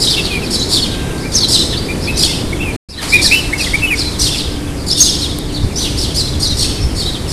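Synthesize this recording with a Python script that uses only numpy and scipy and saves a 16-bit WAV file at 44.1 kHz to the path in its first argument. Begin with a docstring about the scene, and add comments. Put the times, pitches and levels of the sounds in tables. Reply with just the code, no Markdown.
"""A flock chatters in an orchard: each cheep is a harsh squawk, a falling arch and a lower after-note,
and draws a fainter reply. Thin peeps and one bird's fluty whistles fall in between. Calls come from
vibrating syrinx membranes; leaves and trunks scatter them. Behind: far twitter, faint long tones, wind
buffeting, rumble, hiss, a distant hum and one dry tick.
Near 2.8 s the sound cuts out for a moment; the background swells back, the bass last."""
import sys
import numpy as np
from scipy import signal
from scipy.fft import rfft, irfft, next_fast_len
from scipy.io import wavfile
from scipy.ndimage import uniform_filter1d, map_coordinates

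SR = 44100
rng = np.random.default_rng(int(sys.argv[2]) if len(sys.argv) > 2 else 0)


def master_out(mix):
    """Clip the mix to full scale and print it as 16-bit PCM to the path in sys.argv[1]."""
    frames = np.transpose(np.atleast_2d(mix))
    ceiling = np.clip(frames, -1, 1)
    pcm = np.round(ceiling * 32767).astype(np.int16)
    wavfile.write(sys.argv[1], SR, pcm)


N = 322812

# Flock calls. Each row: start in seconds, arch length in seconds, top pitch in Hz, arch level in dB,
# rasp 0-1, squawk level in dB, after-note level in dB.
CHEEPS = [(.01, .045, 5110, -15.5, 0.37, -24, -20.5), (.095, 0.059, 4930, -15.5, .8, -31.5, -22.5),
          (0.232, 0.059, 4730, -21, .9, -39, -32), (0.431, 0.059, 5370, -28, .7, -45, -36),
          (0.527, .042, 5200, -19, 0.34, -26.5, -23.5), (0.712, 0.097, 4695, -15.5, 0.56, -25, -21),
          (1.34, 0.059, 6290, -13, 0.5, -29.5, -13.5), (1.505, 0.068, 5050, -15.5, 0.37, -21.5, -15.5),
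          (2.004, 0.11, 5330, -28, 0.65, -47, -31.5), (2.191, 0.095, 4954, -16, 0.99, -22, -22),
          (2.89, 0.069, 5460, -32.5, 0.62, -50, -29), (3.107, 0.042, 4680, -22, 0.38, -28, -22.5),
          (3.238, .045, 4956, -11.5, .2, -20.5, -28), (3.6, .07, 4800, -21, 0.76, -29, -28.5),
          (3.977, 0.061, 5130, -20, 0.32, -31.5, -24), (4.21, 0.093, 4834, -19.5, 0.84, -23.5, -21.5),
          (4.37, 0.053, 5060, -21.5, 0.65, -34.5, -28.5), (4.886, 0.056, 4350, -22, 0.37, -29.5, -21),
          (4.99, 0.12, 4470, -20.5, 0.49, -21, -25.5), (5.205, .07, 4200, -21, 0.3, -33.5, -30),
          (5.534, 0.056, 4510, -24.5, 0.28, -42, -35), (5.78, 0.11, 4410, -21, 1, -30.5, -34),
          (5.995, 0.076, 5020, -22.5, 0.82, -30, -30), (6.166, .06, 5120, -17.5, 0.2, -26.5, -25.5),
          (6.42, 0.057, 5050, -16.5, 0.26, -27.5, -20.5), (6.592, .075, 4720, -21.5, 0.9, -24, -29.5),
          (6.973, 0.072, 4780, -22.5, .4, -32, -20.5), (7.301, 0.065, 5520, -29, 0.4, -32.5, -30)]
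# Background trend. Each row: time in seconds, rumble gain in dB, hiss gain in dB.
AIR_GAINS = [(0, -13.5, -29.5), (2.7, -14, -31), (3.4, -22.5, -26), (4.7, -21.5, -31.5),
             (7.3, -21.5, -30.5)]
ARCH_TURN, SLUR_TURN = .25, .38  # share of a note's length at which it reaches its main pitch


def amp(db):
    """Decibels to gain."""
    return 10 ** (np.asarray(db) / 20)


def unit(x):
    """Scale to rms 1."""
    return x / np.sqrt(np.mean(x ** 2) + 1e-20)


def along(points, hz):
    """Interpolate (Hz, value) points on a log axis."""
    knots_hz, values = np.transpose(points)
    return np.interp(np.log(hz + 1), np.log(knots_hz + 1), values)


def curves(rows):
    """One value per sample for each column after the time."""
    times_s, *columns = np.transpose(rows)
    return [np.interp(np.arange(N) / SR, times_s, column) for column in columns]


def wobble(rate_hz, size=N):
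    """Smooth random curve, rate_hz knots a second."""
    knots = rng.standard_normal(size // 8 + 4)
    place = np.arange(size) * rate_hz / SR
    return map_coordinates(knots[:int(place[-1]) + 4], [place], mode="nearest")


def filtered(x, response):
    """Apply a gain given as a function of Hz."""
    size = next_fast_len(len(x) + 8192)
    return irfft(rfft(x, size) * response(np.fft.rfftfreq(size, 1 / SR)), size)[:len(x)]


def coloured(x, spectrum):
    """Equalise by (Hz, dB) points."""
    return filtered(x, lambda hz: amp(along(spectrum, hz)))


def noise(spectrum):
    """Coloured noise of rms 1."""
    return unit(coloured(rng.standard_normal(N), spectrum))


def add(track, start_s, sound):
    """Mix a sound into a track."""
    start = min(max(round(start_s * SR), 0), N)
    track[start:start + len(sound)] += sound[:N - start]


def progress(length_s):
    """Position 0-1 within a call, on a half-second buffer."""
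    return np.minimum(np.arange(SR // 2) / SR / max(length_s, .005), 1)


def voiced(wave, u, edge):
    """Open and close a call softly; rms 1 while it lasts."""
    call = wave * np.abs(np.sin(np.pi * u)) ** edge
    return unit(call[u < 1])


def syrinx(glide_hz, twist, jitter, harmonics_db):
    """One vibrating membrane: its pitch twists and jitters about a glide."""
    size = len(glide_hz)
    hz = glide_hz * (1 + twist * wobble(150, size) + jitter * wobble(1200, size))
    phase = 2 * np.pi * np.cumsum(hz) / SR
    return sum(amp(db) * np.sin(k * phase) * (k * hz < SR / 2) for k, db in enumerate(harmonics_db, 1))


def syllable(length_s, pitches_hz, rasp, harmonics_db, edge, bow, turn=SLUR_TURN):
    """Three-pitch glide; rasp twists it, adds hiss and wakes the lower second side of the syrinx."""
    u = progress(length_s)
    start_hz, main_hz, end_hz = pitches_hz
    approach = np.abs(1 - u / turn) ** 1.5
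    after = np.abs((u - turn) / (1 - turn))
    # bow 1 leaves the main pitch ever faster, bow 0 leaves at once and levels out
    leave = bow * after ** 2 + (1 - bow) * np.sin(np.pi / 2 * after) ** 1.4
    glide_hz = main_hz + np.where(u < turn, (start_hz - main_hz) * approach, (end_hz - main_hz) * leave)
    first = syrinx(glide_hz, .008 + .035 * rasp, .01 + .035 * rasp, harmonics_db)
    second = syrinx(.85 * glide_hz, .02 + .06 * rasp, .04, harmonics_db)
    hiss = rng.standard_normal(len(u))
    flutter = amp((1.5 + 2.5 * rasp) * wobble(380, len(u)))
    return voiced((first + rasp * (.75 * second + .3 * hiss)) * flutter, u, edge)


def slur(hz, slide_hz):
    """Start, main and end pitch of a note that does most of its slide early; both ends droop."""
    early_share, droop = .68, .0392
    ends_hz = hz * (1 - droop)
    return ends_hz - early_share * slide_hz, hz, ends_hz + (1 - early_share) * slide_hz


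def scatter(x, early_db, tail_db, reach_s, perches=24):
    """Ground and trunks echo each perch differently; foliage adds a diffuse tail."""
    # Foliage decay. Each row: frequency in Hz, T60 in seconds.
    grove_t60 = [(500, 0.13), (2500, 0.79), (4200, 0.64), (9000, 0.53), (14000, 0.53)]
    out, hop = x.copy(), N // perches + 1
    for i in range(perches + 1):
        crossfade = np.clip(1 - np.abs(np.arange(N) / hop - i), 0, 1)
        first = max(i - 1, 0) * hop
        hz, t, spectra = signal.stft(rng.standard_normal(SR // 2), SR, nperseg=256)
        decay = amp(-60 * t / along(grove_t60, hz)[:, None])
        build_up = 1 - np.exp(-t / .045)
        tail = signal.istft(spectra * decay * build_up, SR, nperseg=256)[1]
        echo = amp(tail_db) * tail / np.linalg.norm(tail)
        lateness = rng.random(10) ** 2
        trunks = rng.standard_normal(10) * amp(-9 * lateness)
        delays_s = .001 + reach_s * lateness
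        echo[(SR * delays_s).astype(int)] += amp(early_db) * trunks / np.linalg.norm(trunks)
        add(out, first / SR, signal.fftconvolve((x * crossfade)[first:(i + 1) * hop], echo))
    return out


def buffeting():
    """Wind on the microphone, with two short puffs."""
    # Spectrum. Each row: frequency in Hz, density in dB.
    spectrum = [(15, -5), (30, -1.5), (60, 0.5), (100, -2), (160, -11.5), (300, -24.5), (800, -101)]
    # Wind strength. Each row: time in seconds, gain in dB.
    wind = [(0, -16.5), (2.7, -13.5), (3.2, -18), (5.4, -20), (6.3, -15), (7.3, -18)]
    # Puffs. Each row: start in seconds, length in seconds, gain in dB.
    puffs = [(5.618, 0.045, -9), (6.822, 0.056, -11.5)]
    t = np.arange(N) / SR
    bumps = sum(amp(db) * np.exp(-(2 * (t - start_s) / length_s - 1) ** 2)
                for start_s, length_s, db in puffs)
    return (amp(curves(wind)[0] + .8 * wobble(12)) + bumps) * noise(spectrum)


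def rumble():
    """Low, distant rumble."""
    # Spectrum. Each row: frequency in Hz, density in dB.
    spectrum = [(50, -27.5), (120, 1), (200, 0), (350, -0.5), (480, -6), (650, -13), (1100, -19.5),
                (3000, -46)]
    return amp(curves(AIR_GAINS)[0] + .5 * wobble(6)) * noise(spectrum)


def hum():
    """Distant hum: two tones waver in level and pitch."""
    # Tones. Each row: frequency in Hz, relative level in dB.
    tones = [(157, -33), (293, -28.5)]
    # Swell. Each row: time in seconds, gain in dB.
    swell = [(0, -26), (2.8, -1.5), (3.3, 2.5), (6, 3.5), (7.3, -9.5)]
    track = np.zeros(N)
    for hz, db in tones:
        gain = amp(db + 2 * wobble(14))
        phase = 2 * np.pi * np.cumsum(hz * (1 + .013 * wobble(20))) / SR
        track += gain * np.sin(phase)
    return track * amp(curves(swell)[0])


def open_air():
    """Hiss of open country."""
    # Spectrum. 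Each row: frequency in Hz, density in dB.
    spectrum = [(300, -24), (700, 0.5), (1400, -2.5), (2200, -1.5), (3000, -10.5), (5000, -6.5), (6800, -9),
                (8700, -6.5), (10500, -10.5), (12000, -15), (14000, -27.5)]
    return amp(curves(AIR_GAINS)[1] + .5 * wobble(4)) * noise(spectrum)


def far_flock(count=130):
    """Birds deeper in the orchard chirp at random."""
    track = np.zeros(N)
    for i, (when, size, pitch, bend, loud) in enumerate(rng.random((count, 5))):
        pitches_hz = (2600 + 2700 * pitch) * np.array([.87 + .32 * bend, 1, .8])
        call = syllable(.03 + .04 * size, pitches_hz, rasp=.45, harmonics_db=[0, -18], edge=.8, bow=.3)
        add(track, (i + when) * N / SR / count, amp(-40 + 2.4 * loud + 4 * pitch) * call)
    return scatter(track, early_db=-2, tail_db=-3, reach_s=.12)


def squawks():
    """Both sides of a forced syrinx swing apart: two twisting, sagging harmonic stacks in some noise."""
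    # Squawk colour. Each row: frequency in Hz, gain in dB.
    colour = [(1500, -34), (2500, -22.5), (3500, 13), (5200, 14.5), (6500, 6), (8500, 7.5), (10300, 1.5),
              (11600, -4.5), (14000, -8)]
    lead_s, hold_s, third_harmonic_hz = .024, .05, 6474
    harmonics_db = [0, -3, -2, 0, -3, -6]
    track = np.zeros(N)
    for start_s, arch_s, _, _, _, db, _ in CHEEPS:
        u = progress(hold_s + .7 * arch_s)
        glide_hz = third_harmonic_hz / 3 * (1.04 + .3 * u - .42 * u * u)
        sides = np.zeros(len(u))
        for ratio in (1, 1.17):
            side = syrinx(glide_hz * ratio, twist=.065, jitter=.02, harmonics_db=harmonics_db)
            sides += side * amp(3.5 * wobble(170, len(u)))
        hiss = .45 * rng.standard_normal(len(u))
        call = voiced(unit(sides) + hiss, u ** .69, edge=.65)  # peaks early, fades slowly
        add(track, start_s - lead_s, amp(db) * call)
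    return scatter(coloured(track, colour), early_db=-7, tail_db=-2.5, reach_s=.06)


def cheep_notes():
    """Each arch, its after-note and a farther bird's reply; raspy calls sink further."""
    pause_s, note_s, reply_loss_db = .004, .06, 5.5
    notes = []
    for start_s, length_s, top_hz, db, rasp, _, after_db in CHEEPS:
        wait, pitch, bend = rng.random(3)
        sag = 1 - .17 * rasp
        arch = np.array([.82, 1, .79 * sag])
        hump = np.array([.95, 1, .96 * sag + .0855 * (2 * bend - 1)])
        after_hz = (2010 + .45 * top_hz) * sag * hump
        reply_hz = (3893 + 700 * pitch) * arch
        reply_start_s = start_s + .13 + .08 * wait
        notes += [(start_s, length_s, top_hz * arch, db, rasp, ARCH_TURN),
                  (start_s + length_s + pause_s, note_s, after_hz, after_db, .894 * rasp, SLUR_TURN),
                  (reply_start_s, note_s, reply_hz, after_db - reply_loss_db, .55, ARCH_TURN)]
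    return notes


def peep_notes(rasp=.22):
    """Short, thin notes that flick upward or stay nearly level."""
    # Each row: start in seconds, length in seconds, pitch in Hz, slide in Hz, level in dB.
    peeps = [(0.07, 0.031, 3810, 1100, -13.5), (.591, 0.025, 6860, 2026, -22),
             (0.615, 0.026, 4250, 810, -19), (0.821, 0.021, 4450, -400, -16),
             (1.761, 0.04, 4500, 1100, -22), (2.156, 0.019, 6000, 1800, -27),
             (4.194, .028, 5950, 700, -18.5), (4.901, 0.038, 5200, 1102, -14.5),
             (5.003, 0.03, 6480, -200, -6.5), (5.087, 0.026, 5300, 100, -16),
             (5.142, 0.019, 5300, 150, -20.5), (5.755, 0.045, 5900, 1500, -21.5),
             (5.975, 0.0238, 5200, 1400, -21), (6.272, .022, 3830, 700, -25),
             (6.47, 0.015, 5800, 1387, -22), (6.802, 0.067, 5450, 170, -28)]
    return [(start_s, length_s, slur(hz, slide_hz), db, rasp, SLUR_TURN)
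            for start_s, length_s, hz, slide_hz, db in peeps]


def chirps():
    """Cheeps and peeps, clean to raspy; more of a faint bird's call arrives as echoes."""
    # Chirp colour. Each row: frequency in Hz, gain in dB.
    colour = [(2000, -1.5), (6500, 2), (7200, -7), (8700, 0), (10500, 3), (11600, -4.5), (14000, -16)]
    near, far = np.zeros(N), np.zeros(N)
    for start_s, length_s, pitches_hz, db, rasp, turn in cheep_notes() + peep_notes():
        call = syllable(length_s, pitches_hz, rasp, [0, -19.5, -26], edge=.45, bow=.1, turn=turn)
        add(near if db > -21 else far, start_s, amp(db) * call)
    near = scatter(near, early_db=-6, tail_db=-12, reach_s=.12)
    far = scatter(far, early_db=-2, tail_db=-5, reach_s=.05)
    return coloured(near + amp(-2) * far, colour)


def whistles():
    """One bird's mellow, burred slurs, with a thin glint on the fourth harmonic."""
    # Each row: start in seconds, length in seconds, pitch in Hz, slide in Hz, level in dB.
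    notes = [(0.166, 0.046, 2710, 0, -17.5), (0.298, 0.1, 2460, -380, -22), (0.415, 0.038, 2610, -690, -27),
             (1.23, 0.061, 2350, 288, -30), (1.723, 0.027, 1820, 160, -31), (1.88, 0.052, 2390, 193, -23.5),
             (2.071, .052, 2594, 405, -18.5), (2.277, .049, 2120, -100, -33.5),
             (2.525, 0.018, 2250, 65, -22), (2.591, 0.069, 2660, 250, -24),
             (2.645, 0.079, 2474, -420, -24.5), (2.98, 0.035, 1850, 70, -31), (3.12, .057, 2422, 210, -7.5),
             (3.175, 0.048, 2343, 296, -18), (3.246, 0.023, 1830, -92, -24), (3.31, 0.051, 2608, 398, -7.5),
             (3.343, 0.07, 2974, 60, -18), (3.527, 0.021, 2140, 496, -14.5),
             (3.591, 0.038, 2580, -590, -20), (3.659, 0.026, 2046, -380, -24.5),
             (3.733, 0.032, 2280, 318, -12), (3.818, 0.051, 2664, 1, -14.5),
             (3.866, 0.046, 2930, -250, -21), (3.903, .05, 2395, -570, -13)]
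    track = np.zeros(N)
    for start_s, length_s, hz, slide_hz, db in notes:
        call = syllable(length_s, slur(hz, slide_hz), rasp=.18,
                        harmonics_db=[0, -26, -30, -20, -28], edge=.75, bow=.8)
        add(track, start_s, amp(db) * call)
    return scatter(track, early_db=-10, tail_db=-17.5, reach_s=.07)


def far_tones():
    """Long, thin notes barely above the air."""
    # Each row: start in seconds, length in seconds, pitch in Hz, rms level in dB.
    notes = [(0.811, 0.54, 1576, -37.5), (4.423, 0.39, 1565, -45.5)]
    track = np.zeros(N)
    for start_s, length_s, hz, db in notes:
        size = int(length_s * SR)
        phase = 2 * np.pi * np.cumsum(hz * (1 + .0038 * wobble(40)[:size])) / SR
        add(track, start_s, amp(db) * np.sqrt(2) * np.sin(phase) * signal.windows.tukey(size, .5))
    return track


def tick(t60_s=.014, crest_db=11):
    """Tiny, dry snap close by: a burst of bright noise."""
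    # Each row: start in seconds, nominal peak in dB.
    snaps = [(5.3867, -6)]
    # Spectrum. Each row: frequency in Hz, density in dB.
    spectrum = [(2000, -25), (6000, -8), (12000, 4), (14000, -15)]
    track, t = np.zeros(N), np.arange(SR // 10) / SR
    for start_s, peak_db in snaps:
        add(track, start_s, amp(peak_db - crest_db - 60 * t / t60_s) * noise(spectrum)[:len(t)])
    return track


def scene():
    """Birds among the trees, over a background that dips and swells back, the bass last."""
    # Dip and recovery, low and high layers. Each row: time in seconds, gain in dB.
    low_dip = [(2.8, -7.5), (2.88, -20.5), (3.02, -13), (3.13, -5.5), (3.16, -3)]
    high_dip = [(2.8, -1), (2.88, -20), (3.01, -2.5), (3.03, 8), (3.12, 0), (3.2, -2)]
    birds = squawks() + whistles() + chirps() + far_tones()
    low = (buffeting() + rumble() + hum()) * amp(curves(low_dip)[0])
    high = (open_air() + far_flock()) * amp(curves(high_dip)[0])
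    return (birds + low + high + tick())[None]


def record(dry):
    """Brief dropout, clipping at full scale, steep low-pass."""
    mute_s, resume_s, cutoff_hz = 2.763, 2.888, 14600
    t = np.arange(N) / SR
    gate = uniform_filter1d(1. * ((t < mute_s) | (t > resume_s)), size=128)
    clipped = np.clip(dry[0] * gate, -1, 1)
    return filtered(clipped, lambda hz: 1 / (1 + (hz / cutoff_hz) ** 60))[None]


dry = scene()
out = record(dry)
master_out(out)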